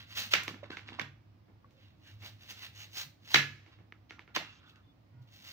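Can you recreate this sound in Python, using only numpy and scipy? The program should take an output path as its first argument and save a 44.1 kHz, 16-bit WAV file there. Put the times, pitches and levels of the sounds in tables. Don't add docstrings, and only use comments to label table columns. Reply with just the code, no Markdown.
import sys
import numpy as np
from scipy import signal
from scipy.fft import rfft, irfft
from scipy.io import wavfile
from scipy.ndimage import uniform_filter1d

SR = 44100
rng = np.random.default_rng(int(sys.argv[2]) if len(sys.argv) > 2 else 0)


def store_wav(level_fs):
    pcm = np.round(np.clip(np.atleast_2d(level_fs), -1, 1) * 32767)
    wavfile.write(sys.argv[1], SR, pcm.T.astype(np.int16))


def to_linear_factor(level_db):
    exponent = np.asarray(level_db, float) / 20
    return 10 ** exponent


N = 243431


# (full pressure [s], fizz [dB], rise [s], fall [s], crunch over fizz [dB])
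BLADE_PUSHES = [(0.002, -62, .01, 0.1, 11.5), (0.126, -56, .08, 0.047, 6), (0.174, -38.5, 0.036, 0.16, 2.5),
                (0.322, -40.5, 0.025, 0.025, 4), (0.34, -37.5, .025, 0.0016, 6),
                (1.833, -78, .2, 0.22, 11.5), (2.08, -65.5, .11, 0.16, 6.5), (2.225, -64, 0.055, 0.25, 4.5),
                (2.264, -53.5, .07, 0.066, 4.5), (2.426, -62.5, .06, 0.14, 5),
                (2.507, -50, .055, 0.046, 3.5), (2.651, -53.5, .2, 0.072, 5.5),
                (2.76, -62.5, .035, .1, 2.5), (2.824, -53, .12, 0.087, 4), (2.985, -40.5, 0.077, 0.069, -1),
                (3.016, -41.5, .07, 0.044, 1.5), (3.292, -56, .09, 0.051, 4), (3.308, -46, 0.012, 0.13, 1),
                (3.345, -33, .022, 0.0017, 1), (4.098, -71, 0.0098, .02, 17),
                (4.351, -45.5, .007, 0.035, 11), (4.36, -46.5, 0.012, 0.0083, 9.5),
                (4.696, -68, .06, 0.04, 5.5), (5.219, -77, .008, 0.063, -1), (5.275, -76, .008, 0.12, 8.5),
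                (5.335, -65, 0.061, 0.86, 1), (5.48, -55, 0.13, 0.6, 2)]
# (frequency [Hz], density [dB per Hz])
CELL_FIZZ = [(180, -49), (300, -11.5), (800, -12), (1500, -6), (2900, -4), (4200, -1), (6000, -8),
             (7200, -12), (8500, -17), (13300, -25.5), (15200, -9), (16200, -16.5), (16700, -49)]
# (frequency [Hz], width [Hz], level [dB])
BLADE_RINGS = [(2010, 200, -4), (2760, 160, 0.5), (3560, 1700, -7.5), (6000, 140, -1)]


def cut():
    crunch_hz = 4000
    pushes = np.array([stroke(*row[:4], 1.227) for row in BLADE_PUSHES])
    crunch_share = to_linear_factor(np.array([row[4] for row in BLADE_PUSHES])) ** 2
    slow_noise = uniform_filter1d(uniform_filter1d(rng.standard_normal(N), 160), 160)
    jerks = to_linear_factor(1.4 * evened(slow_noise))
    clicks = grains(10000, 2.0) + 0.6 * grains(900, 3.0)
    burst = coloured(jerks * clicks, CELL_FIZZ)
    rings = 0
    for hz, width_hz, db in BLADE_RINGS:
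        rings = rings + to_linear_factor(db) * signal.lfilter(*signal.iirpeak(hz, hz / width_hz, SR), burst)
    burst = burst + rings
    fizz = evened(band(burst, crunch_hz, 17000))
    crunch = evened(band(burst, 500, crunch_hz))
    return envelope(pushes.sum(0)) * fizz + envelope(crunch_share @ pushes) * crunch


# (frequency [Hz], density [dB per Hz])
CRACK_COLOUR = [(88, -32.5), (150, -10), (271, -7.5), (343, -9.5), (864, -13), (1310, -11), (1970, -9.5),
                (2310, -8), (2600, -10.5), (6420, -25), (8970, -47.5), (15300, -44.5), (16500, -40)]


def strike(peak_db, thud_db, tilt_db, spread_s, ping_db, loose):
    ring_hz = 2100
    t, hz = np.arange(4096) / SR, np.fft.rfftfreq(4096, 1 / SR)
    chance = rng.standard_normal((2, 4096))
    octaves_off = np.log2((hz + 1) / ring_hz)
    low_mids = 1 / (1 + (hz / 1100) ** 4)
    lift_db = tilt_db * np.log2(np.clip(hz, 1500, 9000) / 1500)
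    lift_db += 0.5 * np.exp(-(octaves_off / 0.084) ** 2)
    lift_db += 0.92 * (thud_db + 15) * low_mids
    colour = rfft(coloured(1.0 * (t == 0), CRACK_COLOUR)) * to_linear_factor(lift_db)
    bending = np.exp(-2j * np.pi * 2 * spread_s * np.sqrt(2000 * hz))
    crack = irfft(colour * bending)
    scale = to_linear_factor(peak_db) / abs(crack).max()
    rattle = irfft(colour * bending * rfft(chance * np.exp(-t / 0.0033) * (t < 0.03)))
    ping = to_linear_factor(ping_db * np.exp(-(octaves_off / 0.5) ** 2))
    edge = irfft(ping * rfft(crack) / np.sqrt(1 + (hz / 4930) ** 4))
    if ping_db:
        edge = edge + 0.16 * np.roll(edge, round(0.0023 * SR))
        direct = scale * edge * panned(0.5)
    else:
        direct = placed(scale * edge, 0)[:, :len(t)]
    thud = to_linear_factor(peak_db + thud_db) * ring(315, 0.035, 0.00067, 4096 / SR)
    radiated = irfft(rfft(crack) * to_linear_factor(-2.5 * low_mids))
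    return direct + placed(thud, 0)[:, :len(t)] + loose * scale * rattle, scale * radiated


def strikes(table, spread_s, ping_db, loose):
    near, sent = np.zeros((2, N)), np.zeros(N)
    for s, peak_db, thud_db, tilt_db, room_db in table:
        sound, crack = strike(peak_db, thud_db, tilt_db, spread_s, ping_db, loose)
        add(near, s - spread_s / 2, sound)
        add(sent, s - spread_s / 2, to_linear_factor(room_db) * crack)
    return near, sent


# (time [s], peak [dB], thud over peak [dB], tilt [dB per octave], room [dB])
HEAVY_BLOWS = [
    (0.3362, -12, -31, 0.5, 0.5),
    (0.339, -18, -32.5, 5, -9),
    (0.3525, -22.5, -31.5, -4, -7.5),
    (0.9954, -24.5, -24, -1.5, -2.5),
    (1.0148, -35, -10, 3, -7),
    (3.3437, -9.5, -26.5, 1.5, 3.5),
    (3.346, -17, -41.5, 3, -4.5),
    (3.3587, -13.5, -42, -4.5, -0.5),
    (4.3625, -20, -23, 2, -2),
    (4.369, -24, -19, -6.5, -15.5),
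]


def blows():
    return strikes(HEAVY_BLOWS, 0.0014, 0, 0.18)


# (time [s], peak [dB], thud over peak [dB], tilt [dB per octave], room [dB])
LIGHT_TAPS = [(0.435, -27, -26, 20, -10), (0.48, -26.5, -12.5, 6.5, -7), (0.5433, -44.5, -9, -4, 0),
              (0.641, -43.5, -9, -6.5, -1), (0.7027, -44, 3, -8, -14), (0.7163, -45.5, -8.5, 3.5, 5.5),
              (0.732, -51, -11, -7, -20), (0.7705, -34, -19.5, 0, -2.5), (0.793, -42, -28, -6, -8),
              (0.8885, -39.5, -15, 0, -1.5), (1.482, -64, 1, -9, 9), (1.708, -58.5, -13, 12, -2.5),
              (2.2199, -58, -15.5, 2.5, 17), (2.4952, -53, -8.5, 11, 19), (2.9707, -34, -19, 13, -1),
              (3.6626, -56, -8, 1.5, 6), (3.787, -61, -3, -3.5, 8.5), (3.923, -41.5, -20.5, -3.5, -11),
              (4.1075, -39, -17.5, 0, -2.5), (4.1929, -42, -17, -0.5, -4.5), (4.277, -50, -16.5, -5, 2),
              (4.7589, -56, -15.5, 9.5, -7)]


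def taps():
    return strikes(LIGHT_TAPS, 0.0015, 7, 0.07)


# (time [s], level [dB])
COUNTER_BOOMS = [
    (0.336, -49.5),
    (1.001, -44.5),
    (3.344, -31.5),
    (4.36, -71),
]


def booms():
    near = np.zeros((2, N))
    for s, db in COUNTER_BOOMS:
        add(near, s, to_linear_factor(db) * ring(139, 0.5, 0.02, 1.0))
    return near


# (time [s], peak [dB], frequency [Hz], time to fall 60 dB [s], left-right [dB])
SHORT_PINGS = [(.219, -36.5, 6500, .01, 16), (0.7047, -38, 4220, 0.0071, 16), (.729, -44, 1585, 0.044, -2),
               (.793, -51, 2100, .015, 0), (0.9215, -43, 920, 0.015, -6), (.9215, -44.5, 1690, 0.011, -2),
               (4.1072, -45, 6000, 0.0053, 2), (4.366, -53, 2300, .03, -6), (4.282, -60, 1420, .08, 0),
               (4.115, -54, 1400, 0.081, -2), (4.3632, -32, 2170, 0.014, -6),
               (0.9892, -32.5, 1050, 0.017, -11), (.9985, -22.5, 1770, 0.005, -26),
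               (1.0, -50, 1210, 0.08, 6), (1.011, -39, 1610, 0.022, -16), (1.018, -46, 3400, 0.043, -17),
               (3.3395, -34.5, 6500, 0.011, 8), (3.3423, -9.5, 3900, 0.017, -9),
               (3.369, -29.5, 1700, .15, 4.5), (3.356, -28.5, 2330, .05, 2), (3.356, -35, 3560, .06, 0.5),
               (3.5, -60, 1000, 0.037, -5), (4.371, -49, 1282, .1, 7), (4.372, -49, 3600, 0.049, -2),
               (.345, -36, 1430, 0.1, -0.5), (0.346, -36.5, 1600, .1, 1)]


def pings():
    near, sent = np.zeros((2, N)), np.zeros(N)
    for s, peak_db, hz, t60, pan_db in SHORT_PINGS:
        sound = to_linear_factor(peak_db) * ring(hz, t60, 0.00079, 0.3)
        add(near, s, placed(sound, pan_db))
        add(sent, s, to_linear_factor(-3) * sound)
    return near, sent


# (time [s], peak [dB], frequency [Hz], time to fall 60 dB [s], left-right [dB])
FRUIT_KNOCKS = [
    (0.51, -35, 300, 0.022, 2),
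    (0.63, -36, 575, 0.054, -3),
    (0.702, -50, 315, 0.033, -3),
    (0.9211, -35, 300, 0.015, -2),
    (0.99, -37, 700, 0.015, -10),
    (1.644, -48, 1130, 0.035, 5),
    (.337, -27.5, 561.6, 0.027, -4),
    (4.3625, -29.5, 1032, 0.036, -9),
]


def knocks():
    near, sent = np.zeros((2, N)), np.zeros(N)
    for s, peak_db, hz, t60, pan_db in FRUIT_KNOCKS:
        sound = ring(hz, t60) + 0.13 * ring(hz * 2.0, t60 * 0.29) + 0.41 * ring(hz * 1.7, t60 * 0.34)
        add(near, s, placed(to_linear_factor(peak_db) * sound, pan_db))
        add(sent, s, to_linear_factor(10.5 + peak_db) * ring(hz, 0.002))
    return near, sent


def hits():
    near, sent = map(sum, zip(blows(), taps(), knocks(), pings()))
    return near + booms() + to_linear_factor(2.5) * kitchen(sent)


# (full speed [s], level [dB], rise [s], fall [s])
BOARD_SLIDES = [(.4, -45, .01, 0.26), (0.478, -37, 0.0078, 0.071), (0.635, -50, 0.0093, 0.077),
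                (0.704, -46, .005, 0.16), (.768, -49, 0.0063, 0.091), (.884, -47, 0.057, 0.06),
                (0.931, -48, .012, 0.12), (0.992, -48, 0.024, 0.0043), (3.62, -73.5, .01, 0.24),
                (3.666, -66.5, 0.039, 0.1), (3.728, -61.5, 0.049, 0.18), (4.42, -47.5, 0.011, 0.25),
                (4.64, -64.5, 0.086, 0.18), (4.759, -63.5, 0.07, 0.11)]
# (frequency [Hz], density [dB per Hz])
RUB_COLOUR = [(240, -50), (400, -40), (1030, -10.5), (1600, -11), (2220, -14), (3650, -11.5), (4750, -20),
              (5640, -28), (15000, -63), (16500, -40.5)]
# (frequency [Hz], level [dB], time to fall 60 dB [s])
BOARD_RINGS = [(1530, -2.5, 0.045), (1740, -16, 0.03), (2300, -47, 0.015), (2800, 12, 0.035),
               (3380, 3, 0.05)]


def slide():
    slips = grains(5000, 3.5)
    board_ring = sum(to_linear_factor(db) * ring(hz, t60) for hz, db, t60 in BOARD_RINGS)
    board = signal.oaconvolve(slips, board_ring)[:N]
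    rasp = evened(coloured(slips, RUB_COLOUR)) + 0.25 * evened(board)
    speed = envelope(sum(stroke(*row, 0.68) for row in BOARD_SLIDES))
    return speed * evened(rasp)


# (start [s], length [s], frequency [Hz], width [Hz], level [dB])
FRUIT_DRAGS = [(.14, .16, 213, 82, -64), (3.03, 0.12, 138, 30, -63.5), (3.54, 0.053, 4400, 2200, -78.5),
               (4.492, 0.11, 5500, 2200, -75), (0.49, 0.084, 245, 170, -54.5),
               (0.47, 0.048, 550, 220, -63.5), (.72, 0.04, 1560, 200, -54), (0.85, 0.16, 256, 130, -63.5),
               (1.64, .2, 520, 90, -77), (2.215, .09, 750, 370, -68), (4.44, .1, 2750, 150, -63),
               (4.645, .08, 3450, 350, -71), (4.84, .09, 3500, 29, -78), (4.605, 0.11, 1400, 400, -69.5),
               (4.71, .11, 1350, 400, -72), (4.183, .03, 1070, 290, -68), (5.13, 0.12, 120, 26, -56),
               (3.77, .05, 107, 32, -60)]


def drags():
    return held_noise(FRUIT_DRAGS)


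# (start [s], length [s], frequency [Hz], width [Hz], level [dB])
SQUEAKS_AND_RASPS = [(4.49, .045, 2780, 150, -71), (4.545, .035, 2700, 140, -75), (4.664, .018, 3390, 250, -75),
                     (4.685, .035, 2950, 700, -77), (4.74, .05, 2700, 300, -81), (4.825, .1, 3490, 60, -84),
                     (4.49, .07, 3500, 200, -78), (2.02, .11, 2870, 160, -73), (2.045, .08, 1700, 400, -71),
                     (1.81, .05, 3000, 600, -78), (3.31, .028, 1000, 300, -62), (3.322, .018, 3300, 500, -53),
                     (3.305, .03, 4700, 700, -56), (2.6, .05, 2050, 90, -68), (2.96, .08, 3200, 200, -58),
                     (4.64, .08, 3500, 300, -80), (4.11, .03, 1800, 1400, -64), (4.37, .06, 750, 400, -56),
                     (4.37, .045, 3600, 1600, -51), (2.75, .11, 6300, 900, -64), (2.74, .12, 2900, 300, -66),
                     (2.495, .03, 6200, 700, -60), (3.93, .04, 1700, 900, -74), (.165, .09, 4000, 1200, -55),
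                     (4.52, .1, 3000, 1500, -72), (4.203, .025, 2600, 2200, -68), (2.97, .06, 6000, 900, -56),
                     (4.455, .018, 2750, 200, -66), (4.183, .008, 1100, 500, -63)]


def squeaks():
    return held_noise(SQUEAKS_AND_RASPS)


# (frequency [Hz], time to fall 60 dB [s])
KITCHEN_FADE = [(200, 0.46), (700, 0.17), (1700, 0.27), (3000, 0.24), (6000, 0.22), (12000, 0.22)]


def kitchen(x):
    echoes = np.zeros((2, SR // 2))
    slots = np.arange(60, SR // 2 - 20, 12)
    at = slots + rng.integers(0, 12, (2, len(slots)))
    np.put_along_axis(echoes, at, rng.choice([-1.0, 1.0], at.shape), 1)
    hz, t, z = signal.stft(echoes, SR, nperseg=128)
    apart = 1 / (1 + (300 / (hz[:, None] + 1)) ** 2)
    z[1] = apart * z[1] + np.sqrt(1 - apart ** 2) * z[0]
    fade = to_linear_factor(-60 * t / read(KITCHEN_FADE, hz)[:, None])
    next_room = to_linear_factor(-23.5 - 60 * t / 0.64)
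    tail = signal.istft(z * (fade + next_room), SR, nperseg=128)[1]
    before_walls = np.clip((0.012 - np.arange(tail.shape[1]) / SR) / 0.002, 0, 1)
    tail = tail * to_linear_factor(-6 * before_walls)
    return signal.fftconvolve(x[None], tail / np.linalg.norm(tail[0]), axes=1)[:, :N]


# (time [s], level [dB])
HUM_LEVEL = [(0.0, -56.5), (0.6, -57.5), (0.91, -56.5), (2.06, -66), (2.139, -52), (2.37, -55), (2.42, -64),
             (2.63, -66.5), (2.69, -56.5), (3.23, -69), (3.43, -58), (4.26, -67), (4.41, -57),
             (4.63, -73.5), (4.86, -58.5), (4.89, -74.5), (5.23, -55.5), (5.32, -69.5)]


def hum(hum_hz=102.1, width_hz=22):
    s, level_db = np.transpose(HUM_LEVEL)
    t = np.arange(N) / SR
    r = np.exp(-np.pi * width_hz / SR)
    wander = signal.lfilter([1], [1, -2 * r, r * r], rng.standard_normal((2, N)))
    sway = 1.8 + evened(wander[0]) + 1j * evened(wander[1])
    carrier = np.exp(2j * np.pi * hum_hz * t)
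    return to_linear_factor(np.interp(t, s, level_db)) * evened((carrier * sway).real)


# (frequency [Hz], level [dB])
HORN_TONES = [(960, -84), (1437, -83.5), (1916, -86.5), (2121, -89.5)]


def horn(start_s=5.1, end_s=5.3):
    out, t = np.zeros(N), np.arange(0, end_s - start_s, 1 / SR)
    noise = rng.standard_normal((len(HORN_TONES), len(t)))
    waver = to_linear_factor(2.3 * evened(uniform_filter1d(noise, 1200)))
    tone = 0
    for (hz, db), w in zip(HORN_TONES, waver):
        tone = tone + np.sqrt(2) * to_linear_factor(db) * w * np.sin(2 * np.pi * hz * t)
    add(out, start_s, tone * signal.windows.tukey(len(t), 0.5))
    return out


# (frequency [Hz], density [dB per Hz])
ROOM_AIR = [(15, -80), (25, -47), (69, -8), (102, -10), (172, -18.5), (313, -18), (405, -31), (598, -27.5),
            (1200, -34.5), (1560, -70), (2640, -120)]
# (frequency [Hz], density [dB per Hz])
FINE_HISS = [(700, -27.5), (1200, -2), (2300, -5), (3500, -8.5), (5200, -11.5), (7000, -21.5), (8200, -27),
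             (13500, -30.5), (15000, -19), (16100, -20), (16700, -44)]
# (frequency [Hz], likeness [0 to 1])
PORT_LIKENESS = [(25, .5), (60, 0.94), (150, 0.94), (380, 0.24), (950, 0.035), (2380, 0.027), (5980, 0.02),
                 (15000, 0.08)]


def air(spectrum, level_db):
    frames, hz = N // 256 + 5, np.fft.rfftfreq(1024, 1 / SR)
    a, b, c, d, patches = rng.standard_normal((frames, 513, 5)).T
    patches = evened(uniform_filter1d(uniform_filter1d(patches, 12, 0), 14, 1))
    same = read(PORT_LIKENESS, hz)[:, None]
    left, other = a + 1j * b, c + 1j * d
    z = np.array([left, same * left + np.sqrt(1 - same ** 2) * other])
    z *= to_linear_factor(read(spectrum, hz)[:, None] + 0.4 * patches)
    return to_linear_factor(level_db) * evened(signal.istft(z, nperseg=1024, noverlap=768)[1][:, :N])


def stroke(s, level_db, rise, fall, rounding):
    t = np.arange(0, N + 16, 16) / SR - s
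    away = np.minimum(np.where(t < 0, -t / rise, t / fall), 4)
    return to_linear_factor(level_db - 29 * away ** rounding) ** 2


def envelope(power):
    return np.interp(np.arange(N) / 16, np.arange(len(power)), np.sqrt(power))


def grains(per_s, spread_db):
    size = to_linear_factor(spread_db * np.minimum(rng.exponential(1, N), 4))
    return size * rng.standard_normal(N) * (rng.random(N) < per_s / SR)


def held_noise(table):
    out = np.zeros(N)
    for s, length, hz, width_hz, db in table:
        noise = rng.standard_normal(round(length * SR))
        fuzz = evened(band(noise, hz - width_hz / 2, hz + width_hz / 2))
        swell = np.sqrt(2) * np.sin(np.linspace(0, np.pi, len(fuzz))) ** 0.45
        add(out, s, to_linear_factor(db) * fuzz * swell)
    return out


def ring(hz, t60, rise=0.00087, length=0.12):
    t = np.arange(round(length * SR)) / SR
    return to_linear_factor(-60 * t / t60) * np.sin(2 * np.pi * hz * t) * (1 - np.exp(-t / rise))


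def evened(x):
    return x / np.sqrt(np.mean(x ** 2) + 1e-20)


def read(points, hz):
    f, value = np.transpose(points)
    return np.interp(np.log(hz + 1), np.log(f + 1), value)


def coloured(x, points):
    gain_db = np.maximum(read(points, abs(np.fft.fftfreq(4096, 1 / SR))), -100)
    response = np.exp(np.conj(signal.hilbert(np.log(to_linear_factor(gain_db)))))
    kernel = np.fft.ifft(response).real[:2048]
    kernel = kernel.reshape((1,) * (x.ndim - 1) + (-1,))
    return signal.oaconvolve(x, kernel, axes=-1)[..., :x.shape[-1]]


def band(x, lo_hz, hi_hz):
    return signal.sosfilt(signal.butter(3, [lo_hz, hi_hz], "band", fs=SR, output="sos"), x)


def add(mix, s, sound):
    part = mix[..., round(s * SR):][..., :sound.shape[-1]]
    part += sound[..., :part.shape[-1]]


def panned(pan_db):
    return to_linear_factor(np.array([[pan_db / 2], [-pan_db / 2]]))


def placed(sound, pan_db, lag=6):
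    return np.array([np.pad(sound, (lag, 0)), np.pad(sound, (0, lag))]) * panned(pan_db)


def ported(pair, balance):
    left = coloured(pair[0], [(hz, db / 2) for hz, db in balance])
    right = coloured(pair[1], [(hz, -db / 2) for hz, db in balance])
    return np.array([left, right])


# (frequency [Hz], left-right [dB])
FRUIT_SHADE = [(700, 1.5), (1500, 1), (2100, -1), (2850, -5), (4000, 5), (6500, 4), (10000, -2.5),
               (15000, 2.5)]


def scene():
    fizz, rasp = cut(), slide()
    rubbing = ported(placed(fizz, 0)[:, :N], FRUIT_SHADE) + placed(rasp, 0)[:, :N]
    rubbing = rubbing + to_linear_factor(-8) * kitchen(fizz + rasp)
    fruit = placed(drags(), 0)[:, :N] + squeaks()
    background = air(ROOM_AIR, -63.5) + air(FINE_HISS, -77) + hum() + horn()
    return rubbing + hits() + fruit + background


def low_pass(x):
    return signal.sosfilt(signal.butter(12, 16840, fs=SR, output="sos"), x)


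# (frequency [Hz], left-right [dB])
PORT_COLOUR = [(60, 0.5), (120, -2), (240, -1.5), (480, -5), (950, -3), (1890, -4.5), (3770, -2),
               (7520, 0.5), (15000, -17)]


def record(dry):
    dry = signal.sosfilt(signal.butter(2, 61.4, "high", fs=SR, output="sos"), dry)
    dry = signal.sosfilt(signal.cheby2(10, 50, 16550, fs=SR, output="sos"), dry)
    return low_pass(ported(dry, PORT_COLOUR))


dry = scene()
out = record(dry)
store_wav(out)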